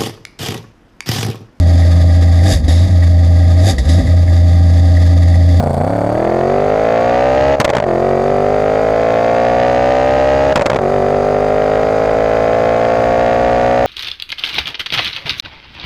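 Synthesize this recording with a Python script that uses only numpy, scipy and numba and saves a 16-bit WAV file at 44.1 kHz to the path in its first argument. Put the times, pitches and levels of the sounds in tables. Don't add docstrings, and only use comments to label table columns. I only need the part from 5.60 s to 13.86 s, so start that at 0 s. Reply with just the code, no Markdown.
import sys
import numpy as np
from scipy import signal
from scipy.fft import rfft, irfft
from scipy.io import wavfile
from scipy.ndimage import uniform_filter1d
from numba import njit

SR = 44100
rng = np.random.default_rng(int(sys.argv[2]) if len(sys.argv) > 2 else 0)


def generate_wav(sig):
    pcm = np.round(np.clip(np.atleast_2d(sig).T, -1, 1) * 32767).astype(np.int16)
    wavfile.write(sys.argv[1], SR, pcm)


N = 364266
T = np.arange(N) / SR

# clutch bites t/s, ignition cut t/s, starting speed/Hz, climb/(Hz/s), drag/(Hz/s^2)
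GEARS = [(0, 1.956, 26.27, 23.8, .73), (2.281, 4.933, 43.89, 10.65, .47), (5.225, 8.3, 47.82, 4.95, .135)]
# time of a crest t/s, swing/Hz, surge rate f/Hz
SHUDDERS = [(.01, 3, 3.15), (2.469, 1.64, 4.35), (5.339, 1.44, 5.65)]
# t/s, load (0-1)
THROTTLE = [(.18, 0.07), (.3, 0.22), (.53, .3), (.63, 0.58), (.9, 0.65)]
FIRINGS = [(0, 1.187), (1.997, 1.268), (2.951, 1.583), (5.001, 0.52), (1.1, 0.36), (3.999, 0.068),
           (6, 0.22), (7, 0.26)]
# order, level at low revs/dB, level at high revs/dB
LOADED_ORDERS = [(1, 10, 7), (2, -5.5, -4.5), (3, 2.5, -19), (4, -1.5, 9.5), (5, 12.5, -3), (6, 2.5, 7),
                 (7, 6, 8), (8, 18.5, 2), (9, 13.5, 8), (10, 9, 1), (11, 8.5, -2.55), (12, 5.5, 7),
                 (13, -13.5, -24.5), (14, -2.5, -2), (15, 5.5, -1), (16, 3.5, 1)]
# order, engine speed/Hz, width/Hz, level/dB
HEADER_INTERFERENCE = [(1, 57.3, 1.3, -10), (1, 68, 6, 5.5), (2, 53, 2.8, -3.5), (3, 58.3, 3.6, -15),
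                       (3, 140, 4.5, 12), (4, 49, 4, -21.5), (4, 59.8, 3, 3.5), (8, 56.3, 7, -2),
                       (10, 61, 5.5, 1), (11, 61.8, 5.4, 4), (12, 60.7, 5.4, 1.5), (13, 86, 2.2, 8),
                       (19, 59, 6.1, 7)]
# f/Hz, level/dB
PIPE_RESPONSE = [(30, -18), (60, -16.5), (90, -5.5), (140, -7), (190, -12), (250, -9.5), (330, -11.5),
                 (430, -7.5), (600, 2), (720, 0.5), (820, -5), (950, -11), (1200, -14.5), (2800, -26.5)]
# f/Hz when cool, width/Hz, level/dB
CROSS_MODES = [(2226, 240, -41.5), (3460, 280, -48.5), (4520, 350, -45.5)]
# f/Hz, level/dB
TURBULENCE_SPECTRUM = [(100, 1), (800, -1.5), (1500, 2.5), (3000, -21.5), (8000, -53)]
# f/Hz, level/dB
RASP_SPECTRUM = [(500, -19), (1100, -13.5), (2000, 3.5), (3200, 2), (4000, 0), (4700, 1.5), (5600, -8),
                 (6700, -2.5), (7400, -18), (9500, -18.5), (12000, -27), (15000, -26)]
# f/Hz, level/dB
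RIM_SPECTRUM = [(3000, -31), (6000, -8.5), (8000, 1), (11500, -8), (13500, -5), (15000, -8.5)]
# f/Hz, level/dB
TICK_SPECTRUM = [(1500, -18), (2250, 4), (2750, -18.5), (3450, 0.5), (3950, -4), (4600, 3), (6400, -20),
                 (8500, 4), (11000, -5.5), (15000, -23.5)]
# t/s, relative
# crack level/dB, relative thump level/dB, delay to crack/s
BANGS = [(1.9994, 17, 0, 0.00065), (2.009, 3, -12, 0.0046), (2.045, 11.5, -3, 0.0034),
         (2.078, -13, -7, 0.0014), (2.092, 3, -7, 0.0087), (2.134, -10, -4, .002), (2.15, -2, -5, 0.00133),
         (2.167, -1, -15, 0.00077), (2.183, -11, 0, 0.00081), (2.2012, -12, 1, 0.0011),
         (2.2249, -18, -9, 0.0014), (2.24, -19, -5.5, 0.0015), (4.9247, -32, -5, 0.0039),
         (4.9576, 9.5, 0, 0.00076), (4.971, -2, -4, .004), (4.995, -8, -1, 0.0023), (5.011, 2, -12, 0.0087),
         (5.0583, 9, 2.5, .004), (5.0983, 1, -7, 0.0021), (5.1167, -13, -4, .001),
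         (5.131, -7.5, -9, 0.00066), (5.1462, -13, 0, 0.00079), (5.16, -2, -1, 0.0025),
         (5.1885, -17, -5, .001)]
# f/Hz, level/dB
THUMP_RESPONSE = [(40, -16), (130, -7), (300, -7), (480, 3.5), (600, 11), (740, 3), (1000, 0),
                  (2500, -9), (12000, -61)]
# f/Hz, level/dB
CRACK_SPECTRUM = [(300, 10.5), (1000, 12.5), (2000, 5), (5000, -21.5), (8000, -21), (15000, -41.5)]
# f/Hz, level/dB
BUFFET_SPECTRUM = [(20, -11), (40, 0.5), (55, 6.5), (90, -10), (200, -17), (600, -42), (8000, -91.5)]
# f/Hz, level/dB
SLIPSTREAM_SPECTRUM = [(100, 0), (300, -5), (700, -12.5), (1500, 1), (3000, -25.5), (4700, -30.5),
                       (8000, -37.5), (15000, -47)]
# f/Hz, level/dB
MIC_RESPONSE = [(800, -2), (2000, -3), (3500, -2.5), (7000, 1), (10000, -6), (15000, -4)]


def exhaust(mid_revs_hz=55, jitter=0.000944, scatter_db=1.6, cut_db=-14):
    speed = engine_speed()
    octaves = np.log2(speed / mid_revs_hz)
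    load = np.interp(T, *np.transpose(THROTTLE))
    cycle = 0.2 + np.cumsum(speed * (1 + jitter * walk(60))) / SR
    flow = gas_flow(cycle, decay_cycles=0.19)
    pressure = firing_wave(cycle, speed, load) * undb(scatter_db * walk(300))
    burble_db = -15 + 11 * (1.5 - load)
    turbulence = flow * noise(TURBULENCE_SPECTRUM) * undb(burble_db)
    roar = colour(pressure + turbulence, PIPE_RESPONSE) * undb(-14 + 9 * octaves)
    rasp = flow * noise(RASP_SPECTRUM) * undb(-43 + 14.5 * octaves)
    rim_hiss = flow * noise(RIM_SPECTRUM) * undb(-59)
    ticks = gas_flow(cycle, decay_cycles=0.022) * noise(TICK_SPECTRUM) * undb(-38 - 15 * load)
    ring = pipe_ring(flow, octaves)
    return (roar + rasp + ticks + rim_hiss + ring) * undb(cut_db * ignition_cut())


def firing_wave(cycle, speed, load, orders=40, boom_db=14, contrast=0.68):
    angle, strength = np.transpose(FIRINGS)
    high_revs = np.clip((speed - 48) / 20, 0, 1)
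    turn, rotor, wave = np.exp(2j * np.pi * cycle), 1, 0
    for k in range(1, orders + 1):
        rotor = rotor * turn
        coefficient = np.sum(strength * np.exp(-2j * np.pi * k * angle / len(FIRINGS)))
        loaded = abs(coefficient) * undb(-7)
        if k <= len(LOADED_ORDERS):
            _, low_db, high_db = LOADED_ORDERS[k - 1]
            loaded = undb(low_db + high_revs * (high_db - low_db))
        header_db = sum(db * np.exp(-((speed - centre) / width) ** 2)
                        for order, centre, width, db in HEADER_INTERFERENCE if order == k)
        soft_db = boom_db * (1 - load) ** 2 / (1 + (k / 8.3) ** 8) - 0.23 * k
        unloaded = abs(coefficient) ** contrast * undb(soft_db)
        gain = (1 - load) * unloaded + load * loaded * undb(header_db)
        wave = wave - gain * (rotor * coefficient / abs(coefficient)).real
    return wave


def gas_flow(cycle, decay_cycles):
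    return unit(sum(strength * np.exp(-((cycle - angle / len(FIRINGS)) % 1) / decay_cycles)
                    for angle, strength in FIRINGS))


def engine_speed(decay_surges=1.47):
    times, speeds = [], []
    for (start, end, start_hz, climb, drag), (crest, swing, rate) in zip(GEARS, SHUDDERS):
        t = T[(T >= start) & (T < end)]
        age = t - start
        shudder = swing * np.exp(-age * rate / decay_surges) * np.cos(2 * np.pi * rate * (t - crest))
        times.append(t)
        speeds.append(start_hz + climb * age - drag * age ** 2 + shudder)
    return np.interp(T, np.concatenate(times), np.concatenate(speeds))


def ignition_cut(relight_s=0.038):
    off = sum((T > cut) * np.clip((bite - T) / relight_s, 0, 1)
              for (_, cut, *_), (bite, *_) in zip(GEARS, GEARS[1:]))
    return uniform_filter1d(off, SR // 200)


def pipe_ring(flow, octaves, heat_rise=0.085, heat_s=3.2, db_per_octave=6):
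    warped_time = np.cumsum(1 + heat_rise * (1 - np.exp(-T / heat_s))) / SR
    ring = 0
    for hz, width, db in CROSS_MODES:
        amplitude = walk(width) + 1j * walk(width)
        ring = ring + undb(db) * (amplitude * np.exp(2j * np.pi * hz * warped_time)).real
    drive = uniform_filter1d(flow, SR // 200) / flow.mean()
    return ring * drive * undb(db_per_octave * octaves)


def bangs(push_s=0.00097, flame_rise_s=0.0004, burn_s=0.0032):
    push, flame = np.zeros(N), np.zeros(N)
    t = T[:SR // 10]
    step = np.exp(-t / push_s)
    burst = (1 - np.exp(-t / flame_rise_s)) * np.exp(-t / burn_s)
    for start, crack_db, thump_db, delay in BANGS:
        ignition = (start, thump_db, crack_db - 8)
        flame_exit = (start + delay, 0.68 * crack_db, crack_db)
        for at, push_db, flame_db in ignition, flame_exit:
            span = slice(int(at * SR), int(at * SR) + len(t))
            push[span] += undb(push_db) * step
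            flame[span] += undb(flame_db) * burst
    return undb(15) * colour(push, THUMP_RESPONSE) + undb(5) * flame * noise(CRACK_SPECTRUM)


def wind(flutter_db=1, gust_db=2, rise_db_per_s=3):
    hiss = noise(SLIPSTREAM_SPECTRUM) * undb(-37 + flutter_db * walk(26))
    thud = noise(BUFFET_SPECTRUM) * undb(-39 + gust_db * walk(2))
    return (thud + hiss) * undb(rise_db_per_s * (T - T.mean()))


def undb(db):
    return 10 ** (np.asarray(db) / 20)


def unit(x):
    return x / np.std(x)


def colour(x, response, size=4096):
    hz, db = np.transpose(response)
    grid = np.maximum(np.fft.rfftfreq(size, 1 / SR), 1)
    gain = undb(np.interp(np.log(grid), np.log(hz), db))
    cepstrum = irfft(np.log(gain))
    cepstrum[1:size // 2] *= 2
    cepstrum[size // 2 + 1:] = 0
    impulse_response = irfft(np.exp(rfft(cepstrum)))
    return signal.fftconvolve(x, impulse_response)[:N]


def noise(spectrum):
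    return unit(colour(rng.standard_normal(N), spectrum))


def walk(rate_hz):
    knots = rng.standard_normal(N // 20)
    return unit(np.interp(T * rate_hz, np.arange(len(knots)), knots))


@njit
def envelope(x, attack, release):
    out, level = np.empty(len(x)), 0.
    for i in range(len(x)):
        level += (abs(x[i]) - level) * (attack if abs(x[i]) > level else release)
        out[i] = level
    return out


def scene():
    return (exhaust() + bangs() + wind())[None]


def record(dry, ceiling=0.87, bias=0.11, limit=0.62, attack_s=0.00022, release_s=0.016, top_hz=15300):
    x = ceiling * (np.tanh(dry[0] / ceiling + bias) - np.tanh(bias))
    x = signal.sosfilt(signal.butter(1, 25, "high", fs=SR, output="sos"), x)
    peaks = envelope(x, 1 / (attack_s * SR), 1 / (release_s * SR))
    x = x / np.maximum(peaks / limit, 1)
    x = colour(x, MIC_RESPONSE)
    return signal.sosfilt(signal.ellip(8, .2, 70, top_hz, fs=SR, output="sos"), x)[None]


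dry = scene()
out = record(dry)
generate_wav(out)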